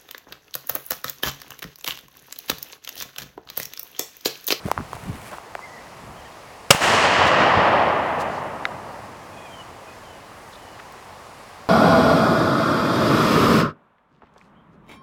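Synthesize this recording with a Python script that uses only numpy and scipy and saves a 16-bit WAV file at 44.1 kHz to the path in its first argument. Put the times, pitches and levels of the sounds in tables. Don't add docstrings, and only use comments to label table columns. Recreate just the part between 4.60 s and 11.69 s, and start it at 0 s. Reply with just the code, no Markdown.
import sys
import numpy as np
from scipy import signal
from scipy.fft import rfft, irfft
from scipy.io import wavfile
from scipy.ndimage import uniform_filter1d

SR = 44100
rng = np.random.default_rng(int(sys.argv[2]) if len(sys.argv) > 2 else 0)


def unload_audio(sound):
    columns = np.transpose(np.atleast_2d(sound))
    steps = np.round(np.clip(columns, -1, 1) * 32767)
    wavfile.write(sys.argv[1], SR, steps.astype(np.int16))


N = 312624
T = np.arange(N) / SR
HZ = np.maximum(np.arange(N // 2 + 1) * SR / N, 1)
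SHOT_S, TREELINE_S, TREELINE_RISE_S, CREST_S = 2.1062, 2.213, 0.006, 3.157


def undb(db):
    return 10 ** (np.asarray(db) / 20)


def unit(x):
    return x / np.sqrt(np.mean(x ** 2))


def fade(t, t60_s):
    return (t >= 0) * np.exp(-np.log(1000) * np.maximum(t, 0) / t60_s)


def release(t, t60_s):
    return fade(np.maximum(t, 0), t60_s)


def onset(t, rise_s):
    return (1 + np.tanh(t / rise_s / 2)) / 2


def swell(at_s, half_width_s):
    return np.exp(-((T - at_s) / half_width_s) ** 2)


def walk(rate_hz):
    hop = max(int(SR / rate_hz), 1)
    knots = rng.standard_normal(N // hop + 2)
    path = np.interp(np.arange(N) / hop, np.arange(len(knots)), knots)
    return unit(uniform_filter1d(path, hop // 2 + 1))


def colour(x, spectrum):
    hz, db = np.transpose(spectrum)
    gain = undb(np.interp(np.log(HZ), np.log(hz), db))
    skirts = np.minimum(HZ / hz[0], 1) ** 2 * np.minimum(hz[-1] / HZ, 1) ** 2
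    return unit(irfft(rfft(x) * gain * skirts, N))


def noise(spectrum):
    return colour(rng.standard_normal(N), spectrum)


def friction(grain):
    return rng.standard_normal(N) * np.exp(grain * rng.standard_normal(N))


def bands(x, count=18):
    centres_hz, spectrum = np.geomspace(60, 17000, count), rfft(x)
    weights = (np.interp(np.log(HZ), np.log(centres_hz), row) for row in np.eye(count))
    return [(hz, irfft(spectrum * weight, N)) for hz, weight in zip(centres_hz, weights)]


def resonance(hz, width_hz):
    return 1 / (1 + 1j * (HZ / hz - hz / HZ) * hz / width_hz)


def highpass(x, hz, order=4):
    return signal.sosfilt(signal.butter(order, hz, "high", fs=SR, output="sos"), x)


def knock(at_s, db, hz, crack_db, t60_s, crack_t60_s, rise_s):
    out, t = np.zeros(N), T[:SR // 5]
    ring = np.sin(2 * np.pi * hz * t) * fade(t, t60_s) * (1 - np.exp(-t / rise_s))
    crack = undb(crack_db) * rng.standard_normal(len(t)) * fade(t, crack_t60_s)
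    start = int(at_s * SR)
    out[start:start + len(t)] = (undb(db) * (2 * ring + crack))[:N - start]
    return out


# f/Hz, level/dB
HUSH_SPECTRUM = [(25, -4), (60, -2), (100, 0), (160, -5), (320, -5.5), (520, -1.5), (760, 0.5),
                 (1100, -0.5), (1450, -7.5), (1900, -7.5), (3400, -16), (6000, -19), (10400, -23.5),
                 (17000, -33)]

def hush(level_db=-41.7, flicker_db=0.83):
    return sum(band * undb(level_db + flicker_db * walk(9)) for _, band in bands(noise(HUSH_SPECTRUM)))


# t/s, length/s, start f/Hz, middle f/Hz, end f/Hz, level/dB, roughness/0-1, swell/dB
BIRD_CALLS = [(1.005, .085, 1940, 2080, 1880, -41.5, .35, 0), (1.07, .21, 1890, 1980, 1920, -45, .6, -4),
              (1.53, .18, 3050, 3000, 2800, -53, .9, 0), (1.61, .07, 1900, 1810, 1760, -48.5, .6, 0),
              (4.725, .24, 2490, 2460, 2300, -49, .2, -6), (4.72, .2, 3400, 3310, 3170, -53, .3, 0),
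              (4.88, .16, 3200, 3090, 2840, -43.5, .2, 7), (5.26, .11, 2480, 2520, 2470, -49.5, .3, 0),
              (5.41, .18, 3200, 3060, 2780, -52, .3, 4), (5.97, .24, 3020, 2950, 2880, -52, .6, 0)]

def birds(waver=0.052, flutter_db=3):
    out, jitter, flutter = np.zeros(N), waver * walk(400), undb(flutter_db * walk(70))
    for at_s, length_s, start_hz, middle_hz, end_hz, db, roughness, swell_db in BIRD_CALLS:
        span = slice(int(at_s * SR), int((at_s + length_s) * SR))
        progress = np.linspace(0, 1, span.stop - span.start)
        slur = np.polyfit([0, 0.5, 1], [start_hz, middle_hz, end_hz], 2)
        hz = np.polyval(slur, progress) * (1 + roughness * jitter[span])
        arch = np.sqrt(np.abs(np.sin(np.pi * progress)))
        out[span] += undb(db + swell_db * (progress - 0.5)) * arch * np.sin(2 * np.pi * np.cumsum(hz) / SR)
    return out * unit(flutter)


# t/s, half-width/s, f/Hz,
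# bandwidth/Hz, level/dB
SCUFFS = [(0.734, 0.019, 764, 950, -33), (2.677, 0.013, 3200, 2600, -26.5),
          (3.612, 0.017, 4700, 5970, -39.5), (3.75, .06, 4200, 3500, -49.5),
          (5.934, 0.0069, 3650, 900, -44), (5.956, .005, 3730, 900, -45), (6.198, .009, 1500, 1100, -37.5)]

def rustles():
    spectrum = rfft(friction(grain=0.31))
    return sum(unit(irfft(spectrum * resonance(hz, width_hz) ** 2, N)) * undb(db) * swell(at_s, half_s)
               for at_s, half_s, hz, width_hz, db in SCUFFS)


# t/s, level/dB, rise/s, t60/s
FOOTFALLS = [(.06, -23, .007, 0.1), (.2, -28, 0.018, .14), (.495, -27, 0.036, 0.32),
             (1.51, -40, 0.098, .65)]
# f/Hz, level/dB
THUD_SPECTRUM = [(25, -4), (60, 2.5), (110, 1.5), (200, -3.5), (330, -11), (600, -21)]
# t/s, length/s, level/dB
GRASS_SWISHES = [(0.052, 0.028, -39), (0.102, 0.22, -53), (.32, 0.447, -47), (.655, 0.02, -45)]
# f/Hz, level/dB
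GRASS_SPECTRUM = [(1200, 10.5), (2500, 6.5), (5000, -4.5), (10000, 0), (16000, -9)]

def footwork(shuffle_db=-47, shuffle_end_s=0.74, swish_rise_s=0.012, stop_t60_s=0.13):
    thuds = sum(undb(db) * np.exp(np.minimum(T - at_s, 0) / rise_s) * release(T - at_s, t60_s)
                for at_s, db, rise_s, t60_s in FOOTFALLS)
    shuffle = undb(shuffle_db) * release(T - shuffle_end_s, stop_t60_s)
    swishes = sum(undb(db) * onset(T - at_s, swish_rise_s) * release(T - at_s - length_s, stop_t60_s)
                  for at_s, length_s, db in GRASS_SWISHES)
    blades = colour(friction(grain=0.89), GRASS_SPECTRUM)
    return noise(THUD_SPECTRUM) * np.hypot(thuds, shuffle) + blades * swishes


# t/s, level/dB, f/Hz
SOFT_BUMPS = [(0.0538, -14, 168), (.062, -16.5, 332), (0.2019, -16, 230), (0.349, -28, 109),
              (.494, -17.5, 186), (.550, -24, 246)]

def bumps(ring_cycles=4.3):
    return sum(knock(at_s, db, hz, crack_db=-33, t60_s=ring_cycles / hz, crack_t60_s=0.02, rise_s=0.0018)
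               for at_s, db, hz in SOFT_BUMPS)


# t/s, level/dB, f/Hz, relative crack/dB
BODY_CLICKS = [(.0785, -23, 600, -14), (.0853, -16.5, 600, -9), (.1025, -20, 1100, -20),
               (.1153, -2, 930, -7), (.1154, -13, 2010, -22), (.1775, -5.5, 1160, -34),
               (.1885, -20, 1200, -27), (.1955, -22, 1100, -25), (.2095, -21, 1300, -22),
               (.3315, -13, 1030, -12), (.3668, -22, 850, -18), (.7840, -19, 1030, -22),
               (.9518, -11.5, 1780, -17), (.9529, -15, 740, -20), (.9920, -20, 1010, -25),
               (6.3236, -37, 5000, 10.5)]

def camera_clicks(ring_cycles=5.24):
    clicks = sum(knock(at_s, db, hz, crack_db, ring_cycles / hz, crack_t60_s=0.0014, rise_s=0.0003)
                 for at_s, db, hz, crack_db in BODY_CLICKS)
    return highpass(clicks, hz=298)


# f/Hz, level/dB, t60/s
CASING_MODES = [(1650, -3.5, .004), (2000, -17, .014), (1400, -20, .014), (3700, -15, .006),
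                (5000, -26, .004), (6200, -30, .004)]

def casing_snap(at_s=4.0535, crack_db=-31):
    ring = sum(knock(at_s, db, hz, crack_db, t60_s, crack_t60_s=0.003, rise_s=0.0003)
               for hz, db, t60_s in CASING_MODES)
    return highpass(ring, hz=1150)


# f/Hz, level/dB
RUMBLE_SPECTRUM = [(25, -28), (50, -9), (90, 2.5), (150, 0), (230, -1), (320, -8), (450, -17.5)]

def rumble(scatter, treeline, booms):
    body = undb(-34) * release(T - CREST_S, t60_s=2.6)
    tail = undb(-37.5) * release(T - CREST_S, t60_s=7.7)
    return colour(scatter, RUMBLE_SPECTRUM) * np.hypot(np.hypot(body, tail) * treeline, booms)


# f/Hz, level/dB
TREE_SPECTRUM = [(300, -10), (420, -5), (600, 3), (850, 3), (1200, 1.5), (1450, -3), (1900, -1),
                 (2250, -5.5), (2900, -4), (3600, -10.5), (5000, -12.5), (8000, -13), (12000, -21.5),
                 (17000, -19.5)]

def tree_rush(scatter, age_s, near_db=3, far_db=-3, far_wood_s=2.835, air_db_per_s=17, flicker_db=0.27):
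    treble_db = near_db + (far_db - near_db) * onset(T - far_wood_s, rise_s=0.18)
    rush = 0
    for hz, band in bands(colour(scatter, TREE_SPECTRUM)):
        lift_db = treble_db * np.clip(np.log(hz / 900), 0, 1)
        loss_db = air_db_per_s * age_s * (hz / 5000) ** 1.68
        rush += band * undb(lift_db - loss_db + flicker_db * walk(27.9))
    return rush


# t/s, half-width/s, boom level/dB, rush lift/dB
TREE_CLUMPS = [(2.347, .012, -31, 1.5), (2.448, 0.032, -37.5, 1.5), (2.648, 0.051, -27, 0),
               (2.815, .03, -25, 2), (2.979, 0.022, -25, 1.5), (3.6, .03, -38, 1)]

def echo_roll(echoes_per_s=9000, swell_db_per_s=7, fall_db_per_s=23, wander_db=0.5):
    age_s, past_crest_s = np.maximum(T - SHOT_S, 0), T - CREST_S
    treeline = onset(T - TREELINE_S, TREELINE_RISE_S)
    field = undb(-21.5) * fade(age_s, t60_s=1)
    crest = undb(-11) / np.hypot(undb(-swell_db_per_s * past_crest_s), undb(fall_db_per_s * past_crest_s))
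    distant_woods = undb(-24.5) * release(past_crest_s, t60_s=5.8)
    woods = np.hypot(crest, distant_woods) * treeline
    booms = sum(undb(db) * swell(at_s, half_s) for at_s, half_s, db, _ in TREE_CLUMPS)
    clumps_db = sum(db * swell(at_s, half_s) for at_s, half_s, _, db in TREE_CLUMPS)
    envelope = np.hypot(woods, field) * undb(clumps_db + wander_db * walk(18))
    trunks = (rng.random(N) < echoes_per_s / SR) * rng.standard_normal(N)
    foliage = 0.79 * rng.standard_normal(N)
    scatter = unit(trunks) + foliage
    roll = tree_rush(scatter, age_s) * envelope + rumble(scatter, treeline, booms)
    return roll * np.clip(age_s / 0.01, 0, 1)


# t/s, level/dB, f/Hz, relative crack/dB
DISTINCT_ECHOES = [(2.146, -20, 152, -40), (2.148, -5.5, 850, -14), (2.154, -18, 900, -15),
                   (2.280, -19, 1400, -12), (2.606, -12, 900, -27), (2.617, -5, 850, -29),
                   (2.972, -17, 131, -40), (3.259, -11, 800, -40)]

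def single_echoes(ring_cycles=4.7):
    return sum(knock(at_s, db, hz, crack_db, ring_cycles / hz, crack_t60_s=0.0036, rise_s=0.00042)
               for at_s, db, hz, crack_db in DISTINCT_ECHOES)


# f/Hz, level/dB
BLAST_SPECTRUM = [(70, -18), (140, 5.5), (330, -9.5), (550, -0.5), (1200, -2.5), (3000, -2.5), (3900, -7),
                  (5000, -3.5), (7500, -8), (11000, -10.5), (13000, -22), (17000, -25)]
# f/Hz, level/dB, t60/s
BARREL_MODES = [(150, -40, 0.074), (565, 1.5, 0.042), (1257, -6, 0.052), (2800, -13, .07),
                (7730, -15, 0.088)]

def cannon(primer_lead_s=0.0012, shock_s=0.00057, jet_rise_s=0.0015, jet_hold_s=0.0031, gas_t60_s=0.018):
    t = T - SHOT_S
    age_s = np.maximum(t, 0)
    primer = undb(-11) * fade(t + primer_lead_s, gas_t60_s)
    shock = undb(-5) * (t >= 0) * (1 - age_s / shock_s) * np.exp(-age_s / shock_s)
    jet = undb(5) * (1 - np.exp(-age_s / jet_rise_s)) * release(t - jet_hold_s, gas_t60_s)
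    ground = undb(-19) * fade(t, t60_s=0.2)
    ring = sum(undb(db) * np.sin(2 * np.pi * hz * age_s) * fade(t, t60_s) for hz, db, t60_s in BARREL_MODES)
    return shock + noise(BLAST_SPECTRUM) * (primer + jet + ground) + ring


def scene():
    handling = camera_clicks() + bumps()
    shot = cannon() + echo_roll() + single_echoes()
    return (handling + shot + casing_snap() + footwork() + rustles() + birds() + hush())[None]


# f/Hz, bandwidth/Hz, lift/dB
HOUSING_MODES = [(2860, 120, 1.5), (4345, 110, 2.5), (4790, 130, 3), (5180, 120, 3), (5630, 120, 2),
                 (6550, 160, 2), (7320, 200, 2), (9350, 120, 2), (10490, 130, 2), (11160, 130, 2)]

def record(dry, shelf_db=-2.5, shelf_hz=3500, coupling_hz=55, top_hz=17250):
    housing = 1 + sum((undb(db) - 1) * resonance(hz, width_hz) for hz, width_hz, db in HOUSING_MODES)
    shelf = undb(shelf_db * HZ ** 2 / (HZ ** 2 + shelf_hz ** 2))
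    clipped = np.clip(irfft(rfft(dry) * housing * shelf, N), -1, 1)
    coupled = highpass(clipped, coupling_hz, order=1)
    return signal.sosfilt(signal.ellip(10, 0.2, 90, top_hz, fs=SR, output="sos"), coupled)


dry = scene()
out = record(dry)
unload_audio(out)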